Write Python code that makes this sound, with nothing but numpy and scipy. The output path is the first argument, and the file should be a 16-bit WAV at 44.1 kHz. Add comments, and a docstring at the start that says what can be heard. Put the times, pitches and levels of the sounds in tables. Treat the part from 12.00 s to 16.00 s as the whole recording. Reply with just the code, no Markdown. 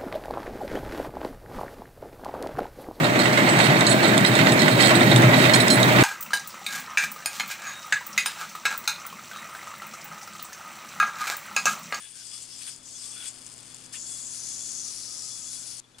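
"""A metal yo-yo in a quiet, humming room, close to a stereo microphone pair and to its left.
First come string tricks: the string rubs in the gap with a grainy hiss whose resonances move with the
wraps, slides over the fingers and makes the rims ring. From 1.3 s the yo-yo swings free: only the
bearing chatters and the rims sing. At 1.9 s it lands on the string with a chirp and hangs there hissing,
until the sound stops short at 3.8 s. Two light taps and a small bump follow."""
import sys
import numpy as np
from scipy import signal
from scipy.fft import rfft, irfft
from scipy.io import wavfile
from scipy.ndimage import uniform_filter1d

SR = 44100
rng = np.random.default_rng(int(sys.argv[2]) if len(sys.argv) > 2 else 0)


def file_out(sig):
    """Save sig as 16-bit WAV at sys.argv[1]."""
    # one column per channel
    cols = np.atleast_2d(sig).T
    # limit, then scale
    lim = np.clip(cols, -1, 1)
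    pcm = np.round(lim * 32767).astype(np.int16)
    wavfile.write(sys.argv[1], SR, pcm)


N = 176400
T = np.arange(N) / SR
BIN_HZ = np.arange(N // 2 + 1) * SR / N
SIDES = np.array([[1], [-1]])   # left, right


def from_db(db):
    """Decibels to gain."""
    return 10 ** (np.asarray(db) / 20)


def unit_rms(x):
    """Scale to an rms of 1."""
    return x / np.sqrt(np.mean(x ** 2) + 1e-20)


def in_time(rows):
    """Each column after time_s, interpolated to every sample."""
    times, *columns = np.transpose(rows)
    return [np.interp(T, times, column) for column in columns]


def at_hz(spectrum, hz):
    """Read a spectrum on a log-frequency axis."""
    freqs, values = np.transpose(spectrum)
    return np.interp(np.log(hz + 1e-9), np.log(freqs), values)


def gate(start_s, end_s, rise_s, fall_s):
    """Straight attack, hold and release."""
    return np.clip((T - start_s) / rise_s, 0, 1) * np.clip((end_s - T) / fall_s, 0, 1)


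def noise():
    """Two unrelated white noises."""
    return rng.standard_normal((2, N))


def drift(rate_hz):
    """Smooth random wander, rms 1."""
    return unit_rms(irfft(rfft(rng.standard_normal(N)) / (1 + (BIN_HZ / rate_hz) ** 2), N))


def grain(rate_hz, depth_db):
    """A randomly flickering gain with capped peaks."""
    return from_db(depth_db * np.minimum(drift(rate_hz), 2))


def narrow_noise(hz, half_width_hz):
    """A randomly driven resonance, steady or gliding; rms 1."""
    phase = 2 * np.pi * np.cumsum(hz + np.zeros(N)) / SR
    return drift(half_width_hz) * np.cos(phase) + drift(half_width_hz) * np.sin(phase)


def moving_resonance(hiss, hz, height_db, width_hz=1300, block=256):
    """Raise or lower a band of the hiss whose centre moves block by block."""
    band, state = np.zeros_like(hiss), np.zeros((2, 2))
    radius = np.exp(-np.pi * width_hz / SR)
    b = np.array([1, 0, -1]) * (1 - radius ** 2) / 2
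    for i in range(0, N, block):
        a = [1, -2 * radius * np.cos(2 * np.pi * hz[i] / SR), radius ** 2]
        band[:, i:i + block], state = signal.lfilter(b, a, hiss[:, i:i + block], zi=state)
    return hiss + (from_db(height_db) - 1) * band


# Balance at the microphone pair: freq_hz, left_over_right_db
MIC_BALANCE = [(100, 4.5), (1000, 3.5), (2500, 3.5), (5000, 8), (7000, 7.5), (8300, 14.5), (9600, 11.5),
               (10800, 16), (12000, -9), (14000, 1)]
def pan(hz):
    """Left and right gains at a frequency, averaging 1."""
    gains = from_db(SIDES * at_hz(MIC_BALANCE, hz) / 2)
    return gains / gains.mean(0)


# How alike the two microphones sound: freq_hz, correlation
MIC_LIKENESS = [(30, 0.29), (120, 0.64), (280, 0.47), (550, 0.28), (1200, 0.29), (5000, 0.51), (7000, 0.64),
                (9500, 0.11), (13000, 0.73)]
def at_microphones(pair, colour):
    """Colour two unrelated noises and spread them over the microphones as mid and side."""
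    alike = np.clip(at_hz(MIC_LIKENESS, BIN_HZ), 0, .99)
    mid, side = rfft(pair)
    spread = np.sqrt((1 + alike) / 2) * mid + np.sqrt((1 - alike) / 2) * side * SIDES
    tone = unit_rms(from_db(at_hz(colour, BIN_HZ)))
    return irfft(tone * pan(BIN_HZ) * spread, N)


# Air of the room: freq_hz, relative_db
AIR_COLOUR = [(25, -1.5), (55, -2), (85, -2), (130, -0.5), (200, 0.5), (320, -1.5), (450, -3), (800, -5),
              (1400, -4.5), (2000, -8.5), (3500, -8), (7000, -9.5), (11000, -15.5), (14000, -43)]
# Its rise and fall: time_s, level_db
AIR_LEVEL = [(0, -62.5), (.4, -57.5), (1.0, -56.5), (1.6, -54), (2.7, -53.5), (3.4, -55.5), (3.78, -55.5),
             (3.83, -61.5), (4, -58.5)]
# Mains and fan hum: pitch_hz, average_level_db
HUM_TONES = [(55, -81), (120, -66), (162, -74), (256, -67), (298, -79), (323, -74.5)]
def room():
    """Dull air noise and the hum of mains and fan swell and sink together around the microphones."""
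    level_db, = in_time(AIR_LEVEL)
    hum = 0
    for hz, db in HUM_TONES:
        amplitude = np.sqrt(2) * from_db(db + drift(5.5))
        hum += amplitude * np.sin(2 * np.pi * hz * T + 0.34 * drift(1.4)) * pan(hz)
    air = at_microphones(noise(), AIR_COLOUR) * from_db(level_db)
    return air + hum * from_db(level_db - level_db.mean())


def string_rub(path, low_path, colour, low_width_hz):
    """Fibres catch on the spinning gap: grainy hiss, chopped by the spin, with two moving resonances."""
    level_db, high_hz, pan_db, high_db = in_time(path)
    low_hz, low_db = in_time(low_path)
    flutter_hz = 372.6 - 9.9 * T + 4 * drift(4.26)   # sags as the spin slows
    flutter = 1 + 0.12 * np.sin(2 * np.pi * np.cumsum(flutter_hz) / SR)
    grains = unit_rms(grain(rate_hz=700, depth_db=2) * flutter)
    hiss = moving_resonance(at_microphones(noise(), colour), high_hz, high_db)
    hiss = moving_resonance(hiss, low_hz, low_db, low_width_hz)
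    hiss *= from_db(SIDES * (pan_db - 9) / 2)   # 9 dB keeps the usual lean to the left
    running_rms = np.sqrt(uniform_filter1d(hiss.mean(0) ** 2, size=2000))
    return hiss / running_rms * grains * from_db(level_db)


# Rub of the first and second trick: time_s, level_db, resonance_hz, pan_db, height_db
FIRST_TRICK = [(0.0, -49, 9000, 11, 14), (0.12, -52, 9300, 17, 24), (0.135, -52, 8900, 11, 9),
               (0.16, -45.5, 8900, 8, 6), (0.21, -47, 8900, 9, -12), (0.265, -43.5, 8200, 10, 12),
               (0.31, -45.5, 7760, 10, 10), (0.355, -40, 8950, 9, 12.5), (0.395, -43.5, 7640, 8, 2),
               (0.436, -42.5, 7300, 6.5, 11), (0.472, -53, 7330, 9, 5), (0.51, -44.5, 7400, 10, 0),
               (0.58, -44.5, 7500, 9, 5), (0.62, -42.5, 9200, 10, 5), (0.65, -42, 9200, 8, 1),
               (0.683, -39, 9400, 10, 12.5), (0.726, -42.5, 6660, 8, 2), (0.784, -56, 7900, 15, 13),
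               (0.82, -56, 6800, 7, 8)]
SECOND_TRICK = [(0.82, -55, 6750, 8.5, 3), (0.86, -47, 6900, 9.3, 12), (0.906, -44.5, 7500, 6, 11),
                (0.97, -43, 7300, 6.2, 10), (1.046, -40, 8350, 8.4, 7), (1.12, -42, 8200, 7.6, 12),
                (1.18, -43.5, 9100, 7.5, 6.5), (1.226, -45.5, 9000, 7.1, 7), (1.282, -35.5, 8350, 10, 9.2),
                (1.33, -51, 7630, 5.3, 2.2)]
# Its lower resonance: time_s, resonance_hz, height_db
TRICK_LOW_RESONANCE = [(0.12, 7500, -5), (0.17, 7200, -6), (0.2, 6200, 4), (0.24, 5000, 4),
                       (0.35, 4940, 11.5), (0.44, 5300, -11), (0.49, 5100, 5), (0.54, 5200, 9),
                       (0.62, 5440, -2), (0.68, 5600, -1), (0.735, 5300, 3), (0.83, 6000, 0),
                       (0.9, 6460, 3), (0.96, 6200, 10), (1.0, 4960, 6), (1.06, 5100, 3), (1.12, 6230, 7),
                       (1.19, 5800, -4), (1.28, 6900, 7)]
# Its hiss: freq_hz, relative_db
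TRICK_HISS = [(1000, -20.5), (2200, -13), (3000, -6), (4000, -7.5), (5000, 0.5), (5900, -3), (7800, -1.5),
              (9300, -1), (10100, -5.5), (11000, -14), (12300, -20), (14000, -31)]
def tricks():
    """The string rubs in the gap through two tricks, its resonances moving with the wraps."""
    path = list(FIRST_TRICK) + list(SECOND_TRICK)[1:]
    fade = np.clip((path[-1][0] - T) / 0.019, 0, 1)
    return string_rub(path, TRICK_LOW_RESONANCE, TRICK_HISS, low_width_hz=690) * fade


# Rolling of the bearing: time_s, relative_db, resonance_hz
BEARING_ROLL = [(0, -46, 9100), (.7, -48.5, 9100), (.82, -54.5, 9000), (1.3, -47, 9100), (1.5, -45, 9200),
                (1.62, -46.5, 7800), (1.75, -44.5, 7300), (1.85, -46.5, 7600), (1.91, -54, 7600),
                (2.0, -47, 7900), (3.8, -46.5, 9100)]
# Its hiss: freq_hz, relative_db
BEARING_HISS = [(1000, -24), (2200, -11.5), (3000, -6), (4000, -10), (5000, -3.5), (5800, -5.5), (7200, -1),
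                (8400, -0.5), (9200, 3), (10000, -5), (11000, -22), (14000, -23)]
# Its sharp clicks: start_s, relative_db
BEARING_CLICKS = [(0.0352, -34), (0.156, -30), (0.4309, -39), (0.7623, -25), (1.389, -32), (1.4206, -37),
                  (1.4446, -38), (1.4654, -22), (1.487, -34), (1.5119, -41), (1.526, -27), (1.5396, -22),
                  (1.5794, -22), (1.6296, -30), (1.7453, -23), (1.8624, -25.5)]
# Their colour: freq_hz, relative_db
CLICK_SPECTRUM = [(1000, -19), (4000, -19), (7200, 3), (9200, 1), (11000, -20), (14000, -28)]
def bearing(roll_gain_db=-3.5, click_gain_db=-9, click_decay_s=0.00087):
    """The balls roll with a softly chattering hiss and small clicks."""
    level_db, hz = in_time(BEARING_ROLL)
    chatter = unit_rms(grain(rate_hz=253, depth_db=3.5))
    hiss = moving_resonance(at_microphones(noise(), BEARING_HISS), hz, height_db=0.5)
    roll = hiss / hiss.mean(0).std() * chatter * from_db(level_db + roll_gain_db)
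    clicks = sum(from_db(db + click_gain_db) * (T >= start) * np.exp(-np.abs(T - start) / click_decay_s)
                 for start, db in BEARING_CLICKS)
    return roll + at_microphones(clicks * noise(), CLICK_SPECTRUM)


# String passing over the fingers: peak_s, rise_s, fall_s, level_db
SWISHES = [(.04, 0.086, 0.063, -51.5), (.34, 0.024, 0.015, -49.5), (.622, 0.011, 0.0091, -44.5),
           (.683, 0.013, 0.011, -43.5), (1.265, 0.078, 0.021, -44.5), (1.946, .011, 0.021, -42)]
# Their colour: freq_hz, relative_db
SWISH_COLOUR = [(500, -23.5), (1200, -10.5), (1700, -9.5), (2700, 1), (3600, -1.5), (5000, -19), (9000, 1),
                (13000, -23)]
# Zips of the running string: start_s, length_s, start_hz, end_hz, half_width_hz, level_db
STRING_ZIPS = [(0, 0.099, 1710, 1636, 49.7, -57.5), (.13, 0.12, 1630, 1525, 95, -61.5),
               (0.319, 0.084, 1250, 1084, 90, -62.5), (0.666, 0.04, 1750, 1655, 230, -49),
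               (1.021, 0.2, 1134, 1234, 45, -64), (1.145, 0.1496, 1420, 1533, 94.5, -54),
               (2.693, 0.81, 1247, 1253, 30, -68), (3.452, 0.31, 1480, 1457, 60, -69.5)]
def finger_slides():
    """String runs over skin: short swishes, lower than the rub, and narrow gliding zips."""
    swell = sum(from_db(db) * np.exp(-((T - peak) / np.where(T < peak, rise, fall)) ** 2 / 2)
                for peak, rise, fall, db in SWISHES)
    sound = at_microphones(noise() * swell * from_db(2 * drift(400)), SWISH_COLOUR)
    for start, length, start_hz, end_hz, half_width, db in STRING_ZIPS:
        span = [start, start + length]
        tone = narrow_noise(np.interp(T, span, [start_hz, end_hz]), half_width)
        sound += tone * from_db(db) * gate(*span, rise_s=0.21 * length, fall_s=0.037) * pan(start_hz)
    return sound


# Modes of the metal rims: pitch_hz, width_hz, level_db, share_of_friction_swing
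RIM_RESONANCES = [(3413, 66, -63, 0.35), (4460, 61, -60, 0.59), (5044, 110, -59, 0.3),
                  (9000, 260, -71, 0.18)]
def rim_song(friction):
    """Friction keeps the rim modes singing, louder as it grows."""
    power = uniform_filter1d(unit_rms(friction.mean(0)) ** 2, size=900)
    swing_db = 10 * np.log10(power.clip(1e-6))
    return sum(narrow_noise(hz, width / 2) * from_db(db + share * swing_db) * pan(hz)
               for hz, width, db, share in RIM_RESONANCES)


# String brushing a rim: start_s, length_s, level_db
RIM_BRUSHES = [(0.022, 0.036, -53.5), (.11, .03, -59), (0.187, .05, -62), (0.298, 0.022, -57),
               (0.34, 0.039, -53), (0.518, .02, -56), (0.667, 0.022, -51), (0.787, 0.044, -63),
               (0.94, 0.019, -53.5), (1.03, 0.029, -57), (1.11, .045, -54), (1.163, 0.013, -48.5),
               (1.198, 0.011, -44.5), (1.25, .035, -52), (1.946, .025, -54.5), (2.06, .03, -58),
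               (2.11, 0.042, -52), (2.18, 0.033, -61), (2.237, 0.027, -62), (3.297, 0.1, -56),
               (3.467, .02, -55), (3.547, 0.019, -52.5), (3.673, 0.017, -69)]
def rim_flares(rise_s=0.0066, t60_s=0.11):
    """Each brush of the string bows the lowest rim mode into a wavering note that rings out."""
    hz = RIM_RESONANCES[0][0]
    swell = 0
    for start, length, db in RIM_BRUSHES:
        decay_db = 60 * np.maximum(T - start - length, 0) / t60_s
        swell += from_db(db - decay_db) * np.clip((T - start) / rise_s, 0, 1)
    phase = 2 * np.pi * np.cumsum(hz + 22.1 * drift(44.4)) / SR
    chatter = from_db(2 * drift(90))
    return np.sqrt(2) * swell * chatter * np.sin(phase) * pan(hz)


# Rub while hanging on the string: time_s, relative_db, resonance_hz, pan_db, height_db
HANG_RUB = [(1.935, -36, 7600, 8.4, 3), (1.98, -42, 7060, 11, 18), (2.025, -39.5, 6900, 6.9, 23),
            (2.06, -39, 7240, 7.1, 10), (2.115, -39, 8240, 7, 17), (2.18, -39.5, 7340, 6.9, 4),
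            (2.275, -39.5, 7000, 7.9, 22.5), (2.35, -39, 6850, 7.9, 2.5), (2.415, -40.5, 6400, 8.8, 5.5),
            (2.515, -36.5, 6900, 6.7, 8), (2.581, -38.5, 6700, 8.1, 9.5), (2.66, -38, 6840, 7.6, 11),
            (2.73, -37.5, 6500, 9.8, 10), (2.805, -36.5, 6500, 8.9, 13), (2.83, -38.5, 6500, 8.2, 9),
            (2.885, -37.5, 6300, 8.7, 6), (2.93, -40, 6800, 8.3, -2), (3.079, -40.5, 7140, 8.6, 0.5),
            (3.235, -39.5, 7360, 8.4, 6.5), (3.32, -40, 7200, 9.5, 4), (3.39, -41, 7000, 9, 6),
            (3.44, -41, 6670, 8.3, 12), (3.545, -38.5, 7200, 8.5, 1), (3.607, -42.5, 7450, 8.2, 9),
            (3.649, -42.5, 6760, 8.2, 1), (3.7, -40.5, 7400, 9.6, -4), (3.757, -44.5, 7260, 9, -9),
            (3.8, -42, 7350, 10, 7)]
# Its lower resonance: time_s, resonance_hz, height_db
HANG_LOW_RESONANCE = [(1.94, 5000, 3), (2.06, 5200, 2), (2.28, 5670, -5.5), (2.39, 5700, 4),
                      (2.522, 5800, 2.5), (2.62, 5900, -1), (2.8, 5760, 3), (2.95, 5600, 5),
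                      (3.08, 5300, 7), (3.2, 5340, 7.5), (3.342, 5500, 7), (3.43, 5400, -0.5),
                      (3.8, 5500, 3)]
# Its hiss: freq_hz, relative_db
HANG_HISS = [(1000, -28.5), (2200, -17.5), (3200, -18.5), (4000, -6.5), (4900, -1.5), (6000, -0.5),
             (7500, 1), (8600, -4), (9600, 4.5), (10400, -6), (11300, -15), (14000, -34)]
def hang(gain_db=1):
    """The yo-yo spins on the string, which rubs steadily in the gap."""
    return string_rub(HANG_RUB, HANG_LOW_RESONANCE, HANG_HISS, low_width_hz=1100) * from_db(gain_db)


# Glides of the landing chirp: start_hz, end_hz, half_width_hz, level_db
CHIRP_GLIDES = [(1640, 2300, 77, -51.5), (2350, 3100, 130, -46), (2790, 2200, 190, -53)]
def landing_chirp(start_s=1.938, length_s=0.0406):
    """The string snaps taut under the landing yo-yo with a short chirp."""
    span = [start_s, start_s + length_s]
    chirp = 0
    for start_hz, end_hz, half_width, db in CHIRP_GLIDES:
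        glide_hz = np.interp(T, span, [start_hz, end_hz])
        chirp += narrow_noise(glide_hz, half_width) * from_db(db) * pan(start_hz)
    return chirp * gate(*span, rise_s=0.0058, fall_s=0.035)


# Light taps on the rim: start_s, level_db
RIM_TAPS = [(3.841, -53.5), (3.946, -51.5)]
def rim_taps(pitch_hz=3440, t60_s=0.1):
    """Each tap rings the rim with one fading tone."""
    ring = 0
    for start, db in RIM_TAPS:
        age = np.maximum(T - start, 0)
        ring += from_db(db - 60 * age / t60_s) * np.sin(2 * np.pi * pitch_hz * age)
    return ring * pan(pitch_hz)


# Colour of the bump: freq_hz, relative_db
BUMP_COLOUR = [(300, -8), (2000, -8), (4400, -1.5), (6000, -8), (8500, 0), (12000, -22)]
def bump():
    """A small bump, heard as a brief, bright burst of noise."""
    burst = noise() * from_db(-45.5) * gate(3.983, 3.996, rise_s=0.0011, fall_s=0.0043)
    return at_microphones(burst, BUMP_COLOUR)


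def scene():
    """Tricks, free swing, hang on the string and last ticks, over the tone of the room."""
    landing_s, stop_s, stop_fade_s = 1.922, 3.802, 0.00045
    on_string = gate(landing_s, stop_s, rise_s=0.019, fall_s=stop_fade_s)
    spinning = np.clip((stop_s - T) / stop_fade_s, 0, 1)
    friction = tricks() + hang() * on_string + bearing()
    yoyo = friction + rim_song(friction) + rim_flares() + finger_slides() + landing_chirp()
    return yoyo * spinning + rim_taps() + bump() + room()


def record(dry):
    """Both microphone channels are cut steeply at the top of the treble."""
    cutoff_hz = 14250
    return signal.sosfilt(signal.ellip(12, .1, 70, cutoff_hz, fs=SR, output="sos"), dry)


dry = scene()
out = record(dry)
file_out(out)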